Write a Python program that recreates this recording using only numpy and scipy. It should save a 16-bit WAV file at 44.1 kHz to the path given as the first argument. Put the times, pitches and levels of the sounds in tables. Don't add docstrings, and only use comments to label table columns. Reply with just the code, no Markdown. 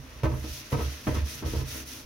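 import sys
import numpy as np
from scipy import signal
from scipy.fft import rfft, irfft, next_fast_len
from scipy.io import wavfile

SR = 44100
rng = np.random.default_rng(int(sys.argv[2]) if len(sys.argv) > 2 else 0)


def boost(x):
    u = np.asarray(x, float) / 20
    return 10 ** u


def store_wav(level_fs):
    pcm = np.round(np.clip(np.atleast_2d(level_fs), -1, 1) * 32767)
    wavfile.write(sys.argv[1], SR, pcm.T.astype(np.int16))


N = 90404
HZ = np.fft.rfftfreq(N, 1 / SR) + 1
LEFT_RIGHT = np.array([[1], [-1]])


def rms_one(x):
    return x / np.sqrt(np.mean(x ** 2) + 1e-20)


def in_time(rows):
    seconds, *columns = np.transpose(rows)
    return [np.interp(np.arange(N) / SR, seconds, column) for column in columns]


def at_hz(points):
    hz, values = np.transpose(points)
    return np.interp(np.log(HZ), np.log(hz), values)


def drift(rate_hz):
    r = np.exp(-2 * np.pi * rate_hz * 40 / SR)
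    noise = rng.standard_normal(N // 40 + 2002)
    slow = signal.lfilter([1], [1, -2 * r, r * r], noise)[2000:]
    return np.interp(np.arange(N) / 40, np.arange(len(slow)), rms_one(slow))


def grains(rate_per_s, spread_db):
    sizes = boost(spread_db * np.minimum(rng.exponential(1, (2, N)), 5))
    sizes = sizes * rng.choice([-1, 1], (2, N))
    return rms_one(sizes * (rng.random((2, N)) < rate_per_s / SR))


def causal(spectrum):
    cepstrum = irfft(at_hz(spectrum) * np.log(10) / 20, N)
    cepstrum[1:N // 2] *= 2
    cepstrum[N // 2 + 1:] = 0
    return np.exp(rfft(cepstrum))


# frequency in Hz, likeness from 0 to 1.
LEFT_RIGHT_LIKENESS = [(60, .99), (130, 0.53), (300, 1), (600, 0.74), (1500, 0.21), (4000, 0.2),
                       (12000, 0.022)]


def colour(pair, spectrum):
    mid, side = rfft(pair) * causal(spectrum)
    alike = np.clip(at_hz(LEFT_RIGHT_LIKENESS), 0, 1)
    return irfft(np.sqrt(1 + alike) * mid + np.sqrt(1 - alike) * side * LEFT_RIGHT, N)


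# frequency in Hz, density in dB per Hz (relative).
RUMBLE_SPECTRUM = [(15, -30), (25, 16), (146, 2), (189, -6.5), (260, 13.5), (306, 1), (629, -2),
                   (784, -5.5), (1100, -1.5), (1220, -5), (3000, -14), (3900, -23), (6600, -120)]


def rumble():
    level_db = -50 + 1.03 * drift(8.4)
    return boost(level_db) * rms_one(colour(rng.standard_normal((2, N)), RUMBLE_SPECTRUM))


# time in seconds, low mode in dB, second mode in dB, sway in dB (rms before flutter and pan).
FLOOR_FLEXING = [(0.0, -49.5, -44, -45.5), (0.1, -52.5, -70, -52), (0.222, -50, -58, -52),
                 (0.24, -41, -21.5, -26), (0.28, -25.5, -46, -40), (0.34, -37, -30, -44),
                 (0.38, -39, -38.5, -32), (0.44, -38.5, -53, -61), (0.51, -38.5, -49, -37),
                 (0.59, -50.5, -52, -67), (0.71, -71, -70, -59), (0.736, -31, -27, -51),
                 (0.8, -40, -37, -37), (0.83, -28.5, -54, -54), (0.86, -29.5, -36.5, -39),
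                 (0.95, -40.5, -64, -62), (1.058, -70, -55, -62), (1.078, -48, -27.5, -39),
                 (1.13, -30.5, -36, -42), (1.17, -27.5, -44, -58), (1.25, -28, -54, -58),
                 (1.3, -44, -57, -66), (1.41, -59, -50.5, -50), (1.44, -39, -45, -58),
                 (1.472, -23, -33.5, -50), (1.51, -53, -44.5, -30), (1.57, -26, -39.5, -46),
                 (1.64, -40.5, -39.5, -35), (1.725, -44, -55, -62), (1.77, -43, -57.5, -59),
                 (2.05, -62.5, -59, -58)]


def boom():
    LOW_HZ, SECOND_HZ, SWAY_HZ = 71.1, 130.1, 47.5
    PITCH_WAVER, FLUTTER_DB = 0.024, 2.2
    pans_db = (0, -3, 0)
    out = 0
    for level_db, hz, pan_db in zip(in_time(FLOOR_FLEXING), (LOW_HZ, SECOND_HZ, SWAY_HZ), pans_db):
        level = boost(level_db + pan_db / 2 * LEFT_RIGHT + FLUTTER_DB * drift(25.0))
        phase = 2 * np.pi * np.cumsum(hz * (1 + PITCH_WAVER * drift(5.86))) / SR
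        out = out + np.sqrt(2) * level * np.sin(phase)
    return out


def kitchen(x):
    T60_S, WALL_CUT_HZ = 0.48, 1280
    size = next_fast_len(N + SR)
    w = 2 * np.pi * np.fft.rfftfreq(size)
    wall = 1 / (1 + 1j * w * SR / (2 * np.pi * WALL_CUT_HZ))
    out = np.zeros((2, len(w)), complex)
    for k, lag in enumerate(rng.uniform(0.0096, 0.03, 16) * SR):
        loop = boost(-60 * lag / SR / T60_S) * wall * np.exp(-1j * w * lag)
        out[k % 2] += loop / (1 - loop) * (-1) ** (k // 2)
    echoes = irfft(out * rfft(x, size), size)[:, :N]
    return signal.sosfilt(signal.butter(2, 450.0, "high", fs=SR, output="sos"), echoes)


def ring(x, hz, t60_s):
    r, w = boost(-60 / (t60_s * SR)), 2 * np.pi * hz / SR
    return signal.lfilter([0, np.sin(w)], [1, -2 * r * np.cos(w), r * r], x + 1e-18)


MODE_HZ = [105, 160, 226, 258, 317, 375, 436, 472, 528, 609, 711, 855, 958, 1000, 1110, 1272, 1555, 1770,
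           2050]
# level in dB (relative), t60 in seconds, left minus right in dB.
MODE_RINGING = [(-8, 0.29, 6), (-2, 0.033, 5), (-14.5, 0.31, 0.5), (-11.5, 0.16, -1), (-4.5, 0.17, 2.5),
                (-22.5, 0.067, 12), (-9, 0.1, -5), (-14, 0.098, -4), (-18.5, 0.081, 17), (-10, 0.15, -6.5),
                (-18, 0.027, 20.5), (-17, 0.033, -21.5), (-18, 0.058, 7), (-22.5, 0.15, -6),
                (-19, 0.067, -9.5), (-21, 0.092, 17), (-26, 0.076, -20), (-26.5, 0.04, 16),
                (-25, 0.024, -17)]


def ringing_modes(drive):
    out = 0
    for k, (hz, (db, t60_s, pan_db)) in enumerate(zip(MODE_HZ, MODE_RINGING)):
        lean = min(hz / 1090.0, 1) * (-1) ** k
        mid, side = ring(drive, hz, t60_s)
        out = out + boost(-27.5 + db + pan_db / 2 * LEFT_RIGHT) * (mid + lean * side * LEFT_RIGHT)
    return out


# start in seconds, driving level in dB, rattle t60 in seconds,
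# brightness in dB, rise time constant in seconds, crack in dB relative to the driving level.
PAN_KNOCKS = [(0.2316, -17, 0.064, 4, 0.0035, -24), (0.245, -22.5, 0.14, 6, 0.0095, -44),
              (0.302, -29.5, 0.24, -1, 0.0014, -40), (.435, -29, 0.1, -5, 0.0094, -30),
              (0.719, -21, 0.19, 3, 0.0041, -19.5), (.785, -27.5, 0.15, 5, 0.0052, -17.5),
              (0.855, -36, 0.044, -23, 0.0052, -28), (1.068, -19, 0.14, 1.5, 0.0035, -25),
              (1.139, -24.5, 0.18, 1, 0.0087, -11.5), (1.258, -39, 0.073, -11, 0.0048, -25),
              (1.422, -26, 0.13, 0.5, 0.0053, -26), (1.455, -29, 0.13, -18, 0.011, -9),
              (1.526, -28.5, 0.2, -2, 0.008, -32), (1.547, -45.5, 0.13, 16.5, 0.014, -29),
              (1.598, -27, 0.085, -2.5, 0.0087, -13), (1.741, -29.5, 0.12, -10, 0.014, -31)]
# frequency in Hz, density in dB per Hz (relative).
CLATTER_SPECTRUM = [(20, -41), (40, -14), (130, -5.5), (200, -4.5), (330, -5), (600, -6), (700, -51.5),
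                    (880, -8), (1000, -14.5), (1400, -30), (2500, -24), (9000, -64), (16000, -39)]


def knocks(stroke_gains):
    RATTLE_PER_S, RATTLE_SPREAD_DB = 500, 1.9
    FIRST_CONTACT, CRACK_T60_S = 4.3, 0.16
    CLATTER_DB, PAD_INTO_MODES_DB = -11, -6.5
    t = np.arange(N) / SR
    contacts = grains(RATTLE_PER_S, RATTLE_SPREAD_DB) + 0.25 * rng.standard_normal((2, N))
    first = (np.array(PAN_KNOCKS)[:, 0] * SR).astype(int) + 110
    contacts[:, first] = FIRST_CONTACT * np.array([[1], [0.3]])
    dull = signal.lfilter([0.1], [1, -0.9], contacts)
    bright = contacts - dull

    force, crack = np.zeros((2, N)), np.zeros(N)
    for start, db, t60_s, bright_db, rise_s, crack_db in PAN_KNOCKS:
        age = np.maximum(t - start, 0)
        rise = 1 - np.exp(-age / max(rise_s, 3e-4))
        decay = boost(db - 60 * age / max(t60_s, 0.01))
        force += decay * rise * (dull + boost(bright_db) * bright)
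        crack += boost(db + crack_db - 60 * age / CRACK_T60_S) * rise

    coarse_gain = stroke_gains[2]
    drive = force + boost(PAD_INTO_MODES_DB) * coarse_gain * rng.standard_normal((2, N))
    modes = ringing_modes(drive)
    scale = np.sqrt(np.mean(boost(at_hz(CLATTER_SPECTRUM)) ** 2))
    clatter = boost(CLATTER_DB) / scale * colour(force, CLATTER_SPECTRUM)
    crack_noise = rms_one(colour(rng.standard_normal((2, N)), SCOUR_SPECTRUM))
    return modes + clatter + crack * crack_noise


# start in seconds, end in seconds, level in dB, fine hiss in dB
# and coarse rasp in dB (both relative to that level), fastest moment as a share of the stroke.
PAD_STROKES = [(0.028, 0.254, -70, -2, 21, 1), (0.253, 0.456, -55.5, 7, 8, 1),
               (0.421, 0.639, -41, 0.8, -6.5, 0.65), (0.592, 0.713, -47.5, -2.5, 1, 0.56),
               (0.687, 0.79, -47.5, 3, 3.5, 0.37), (0.75, 1.061, -42.5, 0, 0, 0.32),
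               (1.034, 1.127, -47.5, 6, 3.5, 0.51), (1.09, 1.246, -46.5, 1, 8, 0.38),
               (1.241, 1.44, -42, 2, -0.4, 0.26), (1.438, 1.655, -42.5, 1.3, -0.5, 0.3),
               (1.643, 1.85, -41.5, 5, 0.5, 0.49), (1.847, 2.043, -44, 4, -2.5, 0.32)]


def pad_strokes():
    RESTING_DB = -54.5
    fullness = np.array([[0.52], [0.82], [0.52]])
    t = np.arange(N) / SR
    power = np.full((3, N), boost(RESTING_DB) ** 2)
    for start, end, db, fine_db, coarse_db, fastest in PAD_STROKES:
        peak = start + np.clip(fastest, 0.05, 0.95) * (end - start)
        part = np.interp(t, [start, peak, end], [0, 0.5, 1])
        swell = np.abs(np.sin(np.pi * part)) ** fullness
        moving = (part > 0) * (part < 1)
        level = boost(db + np.array([[0], [fine_db], [coarse_db]]))
        power += (level * swell * moving) ** 2
    return np.sqrt(power)


# frequency in Hz, density in dB per Hz (relative).
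SCOUR_SPECTRUM = [(590, -39), (1000, -39), (1160, -13), (1320, -2), (1580, -3), (2060, -0.5), (2230, -4),
                  (2530, -0.5), (2840, -2), (3490, -2.5), (4760, -3.5), (5920, -0.5), (8250, -21.5),
                  (9360, -9), (15500, -14)]


def scouring(stroke_gains):
    GRAINS_PER_S, GRAIN_SPREAD_DB, FLICKER_DB = 9000, 0.8, 1.1
    FINE_HZ, COARSE_HZ = 6400, 2800
    whole = rfft(rms_one(colour(grains(GRAINS_PER_S, GRAIN_SPREAD_DB), SCOUR_SPECTRUM)))
    fine = 1 / (1 + (FINE_HZ / HZ) ** 8)
    coarse = 1 / (1 + (HZ / COARSE_HZ) ** 4)
    out = 0
    for share, gain in zip((1 - fine - coarse, fine, coarse), stroke_gains):
        out = out + irfft(whole * share, N) * gain * boost(FLICKER_DB * drift(26))
    return out


def scene():
    KITCHEN_DB = -15.5
    stroke_gains = pad_strokes()
    hits = knocks(stroke_gains)
    room = boost(KITCHEN_DB) * kitchen(hits)
    return rumble() + boom() + hits + room + scouring(stroke_gains)


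def band_limit(x):
    return signal.sosfilt(signal.butter(12, 16560, fs=SR, output="sos"), x)


# frequency in Hz, left minus right in dB.
CHANNEL_BALANCE = [(60, -2.5), (140, -2.5), (250, -0.7), (1800, 1), (4200, -1), (5600, -4), (6400, -11),
                   (7000, 12), (7300, 6), (8300, 18), (8800, 6.5), (11000, 8), (15000, 10)]


def record(dry):
    LOW_CUT_HZ, TOP_CUT_HZ = 50, 15850
    balance = boost(at_hz(CHANNEL_BALANCE) / 2 * LEFT_RIGHT)
    bass_cut = 1 / np.sqrt(1 + (LOW_CUT_HZ / HZ) ** 6)
    mix = irfft(rfft(dry) * balance * bass_cut * (HZ < TOP_CUT_HZ), N)
    return band_limit(mix)


dry = scene()
out = record(dry)
store_wav(out)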